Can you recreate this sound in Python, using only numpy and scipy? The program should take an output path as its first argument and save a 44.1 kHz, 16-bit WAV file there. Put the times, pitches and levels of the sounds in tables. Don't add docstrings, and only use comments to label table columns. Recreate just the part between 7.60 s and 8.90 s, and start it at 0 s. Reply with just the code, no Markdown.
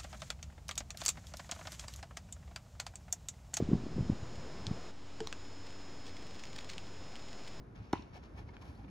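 import sys
import numpy as np
from scipy import signal
from scipy.fft import rfft, irfft, next_fast_len
from scipy.io import wavfile
from scipy.ndimage import map_coordinates

SR = 44100
rng = np.random.default_rng(int(sys.argv[2]) if len(sys.argv) > 2 else 0)


def materialize(psi):
    bounded = np.clip(np.atleast_2d(psi).T, -1, 1)
    quanta = np.round(bounded * 32767).astype(np.int16)
    wavfile.write(sys.argv[1], SR, quanta)


N = 57330


def amp(db):
    return 10 ** (np.asarray(db) / 20)


def unit(x):
    return x / np.sqrt(np.mean(x ** 2) + 1e-20)


def clock():
    return np.arange(N) / SR


def white():
    return rng.standard_normal((2, N))


def wobble(per_s):
    return map_coordinates(rng.standard_normal(int(N * per_s / SR) + 4), [clock() * per_s])


def struck(start, attack, t60):
    t = np.maximum(clock() - start, 0)
    return (1 - np.exp(-t / attack)) * np.exp(-np.log(1000) * t / t60)


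def swell(peak_s, half_width_s):
    return np.exp(-((clock() - peak_s) / half_width_s) ** 2)


def along(table, hz):
    freqs, values = np.transpose(table)
    return np.interp(np.log(hz + 1), np.log(freqs + 1), values)


def filtered(x, response):
    size = next_fast_len(N + SR // 2)
    return irfft(rfft(x, size) * response(np.fft.rfftfreq(size, 1 / SR)), size)[..., :N]


def coloured(pair, tone, likeness):
    def response(hz):
        angle = np.arccos(np.clip(along(likeness, hz), -1, 1)) / 2
        return amp(along(tone, hz)) * [np.cos(angle), np.sin(angle)]
    mid, side = filtered(pair, response)
    return unit(np.array([mid + side, mid - side]))


def shifted(sound, phase):
    return filtered(sound, lambda hz: np.exp(.5j * np.array([phase(hz), -phase(hz)])))


# (frequency [Hz], level [dB])
WIND_TONE = [(15, -37), (30, -20), (45, -1), (60, 0.5), (85, -3), (130, -7), (200, -15.5), (400, -32.5),
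             (1000, -82)]
HUM_TONE = [(60, -11.5), (160, -1), (290, -1), (380, -4.5), (500, -10), (900, -13.5), (1400, -17),
            (2200, -25.5), (3200, -34.5), (5500, -37.5), (7500, -42.5), (11000, -45.5), (14000, -61)]
# (time [s], level [dB])
WIND_LEVEL = [(0, -49), (.04, -58), (.13, -51.5), (.16, -57.5), (.22, -43.5), (.26, -62.5), (.33, -49.5),
              (.38, -49.5), (.48, -57), (.52, -46.5), (.57, -54.5), (.63, -52), (.7, -56), (.76, -50),
              (.9, -50.5), (.98, -57), (1.1, -48.5), (1.14, -56.5), (1.2, -50.5), (1.3, -53.5)]
HUM_LEVEL = [(0, -57.5), (.3, -60), (.7, -57), (1.3, -58.5)]
# (frequency [Hz], likeness [0 to 1])
AIR_LIKENESS = [(100, 0.92), (300, 0.74), (800, 0.037), (2500, 0.22), (5500, 0.71), (8000, 0.85)]


def outdoors():
    level = lambda table: amp(np.interp(clock(), *np.transpose(table)))
    wind = level(WIND_LEVEL) * coloured(white(), WIND_TONE, likeness=[(60, 0.98)])
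    hum = level(HUM_LEVEL) * coloured(white(), HUM_TONE, AIR_LIKENESS)
    return wind + hum


# (time [s], pitch [Hz], level [dB])
LOW_BUMPS = [(.08, 132.5, -51.5), (.805, 121.5, -47.5), (.878, 112.9, -50.5), (1.005, 139.1, -56.5),
             (1.106, 275, -53), (1.193, 221.7, -50.5), (1.256, 279, -51), (1.295, 202.4, -47.5)]


def bumps():
    t = clock()
    return sum(amp(db) * swell(at, half_width_s=0.013) * np.sin(2 * np.pi * hz * t + .5 * wobble(80))
               for at, hz, db in LOW_BUMPS)


# (peak time [s], rise [s], fall [s], sole level [dB], grit level [dB], sand level [dB])
SHOE_SCUFFS = [(.162, 0.0067, 0.052, -57.5, -69, -85.5), (0.251, 0.028, 0.28, -64, -72.5, -100),
               (.535, .004, .025, -62, -69.5, -92), (0.564, 0.017, 0.024, -54, -63.5, -79.5),
               (0.636, 0.0084, 0.046, -61.5, -67.5, -92), (0.789, 0.02, 0.032, -56, -68, -80),
               (0.894, 0.014, 0.017, -62, -70, -100), (0.944, 0.011, 0.066, -61.5, -75.5, -100),
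               (1.024, 0.0072, 0.0083, -58.5, -64, -78), (1.075, 0.049, 0.075, -60, -69.5, -79),
               (1.175, 0.031, 0.061, -78, -75.5, -84), (1.195, 0.013, 0.068, -65.5, -75.5, -100),
               (1.248, 0.0061, 0.011, -59, -79.5, -100), (1.288, 0.0084, 0.025, -60, -73, -88)]
# (frequency [Hz], level [dB])
SOLE_TONE = [(100, -17), (250, -3.5), (400, -3), (550, -4.5), (830, 0), (1300, -7.5), (1500, -9),
             (1750, -5), (2000, -18), (2250, -6.5), (2900, -16.5), (6000, -28.5), (12000, -68)]
GRIT_TONE = [(400, -6), (1200, -8.5), (2400, 0.5), (3000, 0.5), (4000, -1), (5400, -1), (6300, -7),
             (7200, -11), (9500, -24), (12000, -28), (13500, -31)]
SAND_TONE = [(4000, -19), (7500, 0), (9500, 4), (12500, -1.5), (13600, -13)]
# (frequency [Hz], likeness [0 to 1])
SOLE_LIKENESS = [(150, 0.61), (400, 0.52), (900, 0.52), (2200, 0.1)]
GRIT_LIKENESS = [(1500, 0.25), (3000, 0.61), (5200, 1), (8000, 0.68), (12000, 1)]


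def scuffs(grains_per_s=2500, grain_spread_db=3.5, grip_db=1, pan_db=1, left_lead_s=0.00021):
    t, power = clock(), np.zeros((3, N))
    for at, rise, fall, sole_db, grit_db, sand_db in SHOE_SCUFFS:
        stroke = np.where(t < at, swell(at, rise), np.exp(-2 * np.abs(t - at) / fall))
        power += amp([[sole_db], [grit_db], [sand_db]]) ** 2 * stroke
    sole_level, grit_level, sand_level = np.sqrt(power)
    clicks = white() * (rng.random(N) < grains_per_s / SR)
    grains = unit(clicks * amp(grain_spread_db * rng.standard_normal(N)))
    sole = sole_level * coloured(white(), SOLE_TONE, SOLE_LIKENESS)
    grit = grit_level * coloured(grains + .7 * white(), GRIT_TONE, GRIT_LIKENESS)
    sand = sand_level * coloured(white(), SAND_TONE, GRIT_LIKENESS)
    grip = amp(grip_db * wobble(130))
    panned = (sole + grit + sand) * grip * amp([[pan_db], [-pan_db]])
    return shifted(panned, lambda hz: 2 * np.pi * np.minimum(hz, 4970) * left_lead_s)


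HIT_S = 0.3292
# (pitch [Hz], level [dB], peak after contact [s], half width [s])
BALL_POCK = [(168, -33, 0.0067, 0.0051), (318.3, -22, 0.00638, 0.003), (843, -21.5, 0.00507, 0.0013),
             (1370, -38, 0.0051, 0.0026)]
# (pitch [Hz], level [dB], time to fade 60 dB [s])
RACKET_RING = [(805, -43, .028), (995, -42, .07), (1400, -55, .02), (1690, -44.5, .07), (1765, -48, .055),
               (2000, -47.5, .1), (2203, -38.5, .036), (2503, -57, .11), (2620, -57, .1), (2880, -41, .028),
               (3660, -49, .04), (3700, -46, .045), (4250, -53, .045), (5475, -41.5, .018)]
# (frequency [Hz], level [dB])
CRACK_TONE = [(300, 5.5), (1000, -3), (1700, 7), (2800, -8), (3300, -11), (4100, -3.5), (4700, -8.5),
              (5500, -4), (6300, -19), (7200, -11), (10000, -23), (13500, -33)]
SNAP_TONE = [(1000, -30), (4300, -19), (5500, 4), (6500, -2), (7500, -4), (9200, 0), (10500, -23),
             (12000, -10.5), (13500, -25)]


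def racket():
    t = clock() - HIT_S
    pock = sum(amp(db) * swell(HIT_S + delay, half_width) * np.cos(2 * np.pi * hz * (t - delay))
               for hz, db, delay, half_width in BALL_POCK)
    ring = sum(amp(db) * struck(HIT_S, 0.001, t60) * np.sin(2 * np.pi * hz * t + .38 * wobble(250))
               for hz, db, t60 in RACKET_RING)
    crack_noise = coloured(white(), CRACK_TONE, likeness=[(1000, 0.95)])
    crack = amp(-35) * struck(HIT_S, attack=0.00045, t60=0.034) * crack_noise
    snap_noise = coloured(white(), SNAP_TONE, likeness=[(1000, 0.79)])
    snap = amp(-39) * struck(HIT_S, attack=0.00045, t60=0.0096) * snap_noise
    return pock + ring + crack + snap


def reflection(sound, delay_s, low_hz, high_hz):
    def response(hz):
        low_cut = 1 - 1 / (1 + (hz / low_hz) ** 12)
        high_cut = 1 / (1 + (hz / high_hz) ** 6)
        return np.exp(-2j * np.pi * hz * delay_s) * low_cut * high_cut
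    return filtered(sound, response)


def smeared(sound, tail):
    return signal.fftconvolve(sound, tail / np.linalg.norm(tail[0]), axes=1)[:, :N]


# (delay [s], level [dB], smeared share [dB], low edge [Hz], high edge [Hz])
FENCE_ECHOES = [(0.022, -3, -29, 927, 1150), (0.026, -23, -4, 1110, 2400), (.039, -15, -16, 960, 1190),
                (.047, -5.5, -5, 2720, 3340), (.062, -15.5, -8, 151, 350), (.093, -17.5, -13, 2370, 7040)]
# (frequency [Hz], time to fade 60 dB [s])
REVERB_FADE = [(150, 0.15), (400, 0.64), (1000, 0.42), (3000, 0.57), (10000, 0.21)]
# (frequency [Hz], level [dB])
REVERB_TONE = [(300, -5), (650, -1.5), (850, -7), (1000, 7), (1300, -9), (2000, -1), (2700, 3.5),
               (3700, -4), (7000, 3), (11000, -13)]


def court(hit):
    sound = hit + amp(-8.5) * reflection(hit, delay_s=0.00617, low_hz=734, high_hz=1690)
    for delay, db, smear_db, low_hz, high_hz in FENCE_ECHOES:
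        echo = reflection(hit, delay, low_hz, high_hz)
        smear = smeared(echo, white() * struck(0, attack=0.001, t60=0.061))
        sound += amp(db) * (echo + amp(smear_db) * smear)
    freqs, t, noise_bands = signal.stft(white(), SR, nperseg=256)
    fade = np.exp(-np.log(1000) * t / along(REVERB_FADE, freqs)[:, None])
    build_up = 1 - np.exp(-t / 0.0072)
    _, tail = signal.istft(noise_bands * fade * build_up, SR, nperseg=256)
    reverb = filtered(smeared(hit, tail), lambda hz: amp(along(REVERB_TONE, hz)))
    return sound + amp(-16) * reverb


# (frequency [Hz], level [dB])
SCATTER_TONE = [(500, -31), (800, -18), (980, -1.5), (1200, -4), (2000, 0.5), (2600, 10), (3400, -3.5),
                (4500, -3.5), (5500, -7.5), (7000, -11.5), (11000, -21.5), (13500, -43)]


def scatter():
    wash = coloured(white(), SCATTER_TONE, AIR_LIKENESS)
    return amp(-53) * struck(HIT_S, attack=0.011, t60=0.36) * wash


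# (time [s], level [dB])
CLAY_TAPS = [(0.529, -58), (0.6318, -55), (0.9354, -58.5), (0.943, -56), (1.2825, -54.5)]
# (frequency [Hz], level [dB])
TAP_TONE = [(200, -16), (600, -1), (850, 4), (1100, 9), (1650, 1), (1950, 8), (2250, 3.5), (2600, -7),
            (3100, -11), (4200, -14.5), (7000, -30), (12000, -35)]


def taps():
    bursts = sum(amp(db) * struck(at, attack=0.00017, t60=0.013) for at, db in CLAY_TAPS)
    return bursts * coloured(white(), TAP_TONE, likeness=[(1000, 0.17)])


# (time [s], level [dB])
STEPS = [(0.557, -53.5), (0.779, -60), (0.889, -44.5), (1.023, -54)]
# (pitch [Hz], level added to the step's [dB], time to fade 60 dB [s])
SHOE_NOTES = [(373.6, -1.5, 0.063), (930, -6.5, 0.063), (1740, -10, .04), (2164, -3.5, 0.032)]


def footfalls():
    knocks = np.zeros(N)
    for at, step_db in STEPS:
        for hz, note_db, t60 in SHOE_NOTES:
            note = np.sin(2 * np.pi * hz * clock() + .7 * wobble(130))
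            knocks += amp(step_db + note_db) * struck(at, attack=0.0028, t60=t60) * note
    return knocks


# (time [s], half width [s], pitch [Hz], level [dB])
SOLE_JUDDERS = [(0.57, 0.013, 721.4, -58.5), (0.791, 0.0095, 835.5, -57.5), (1.031, 0.0086, 1030, -56.5),
                (1.055, 0.016, 806.5, -61), (1.094, .014, 1041, -65), (1.204, 0.019, 792, -60.5)]


def judders(rough_db=3, wobbles_per_s=220):
    sound = np.zeros(N)
    for at, half_width, hz, db in SOLE_JUDDERS:
        level = amp(db + rough_db * wobble(wobbles_per_s)) * swell(at, half_width)
        sound += level * np.sin(2 * np.pi * hz * clock() + .8 * wobble(wobbles_per_s))
    return sound


# (pitch [Hz], relative level [dB], time to fade 60 dB [s])
BOUNCE_NOTES = [(920, -5, 0.017), (1570, 2.5, .006), (2340, -1, 0.0059), (3020, -9, 0.009),
                (4600, -24, .003)]


def bounce(lands_s=.9678, low_cut_hz=746, right_lead_s=.0001):
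    t = clock() - lands_s
    tick = sum(amp(db) * struck(lands_s, attack=.00005, t60=t60) * np.sin(2 * np.pi * hz * t)
               for hz, db, t60 in BOUNCE_NOTES)
    thin = filtered(tick, lambda hz: 1 - 1 / (1 + (hz / low_cut_hz) ** 4))
    return amp(-44) * shifted(thin, lambda hz: -2 * np.pi * hz * right_lead_s)


def squeak(peak_s=1.167, middle_hz=4400, rise_hz_per_s=26000):
    glide = middle_hz + rise_hz_per_s * (clock() - peak_s)
    hz = np.clip(glide + 50 * wobble(290), 0, SR / 2)
    return amp(-72.5) * swell(peak_s, half_width_s=.018) * np.sin(2 * np.pi * np.cumsum(hz) / SR)


def scene():
    return (outdoors() + bumps() + scuffs() + court(racket()) + scatter()
            + taps() + footfalls() + judders() + bounce() + squeak())


# (frequency [Hz], phase [radians])
MIC_PHASE = [(200, 0), (2400, 0.39), (4800, 0.63), (6000, 0.67), (8150, -3.5), (10700, -5.5)]
# (frequency [Hz], level [dB])
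MID_TONE = [(7400, 0), (8200, -15.5), (8900, -0.5)]
# (frequency [Hz], level [dB])
SIDE_TONE = [(10000, 0.5), (11000, -7)]


def record(dry, top_hz=13600, edge_hz=80):
    left, right = shifted(dry, lambda hz: along(MIC_PHASE, hz))
    mid = filtered((left + right) / 2, lambda hz: amp(along(MID_TONE, hz)))
    side = filtered((left - right) / 2, lambda hz: amp(along(SIDE_TONE, hz)))
    stereo = np.array([mid + side, mid - side])
    return filtered(stereo, lambda hz: .5 - .5 * np.tanh((hz - top_hz) / edge_hz))


dry = scene()
out = record(dry)
materialize(out)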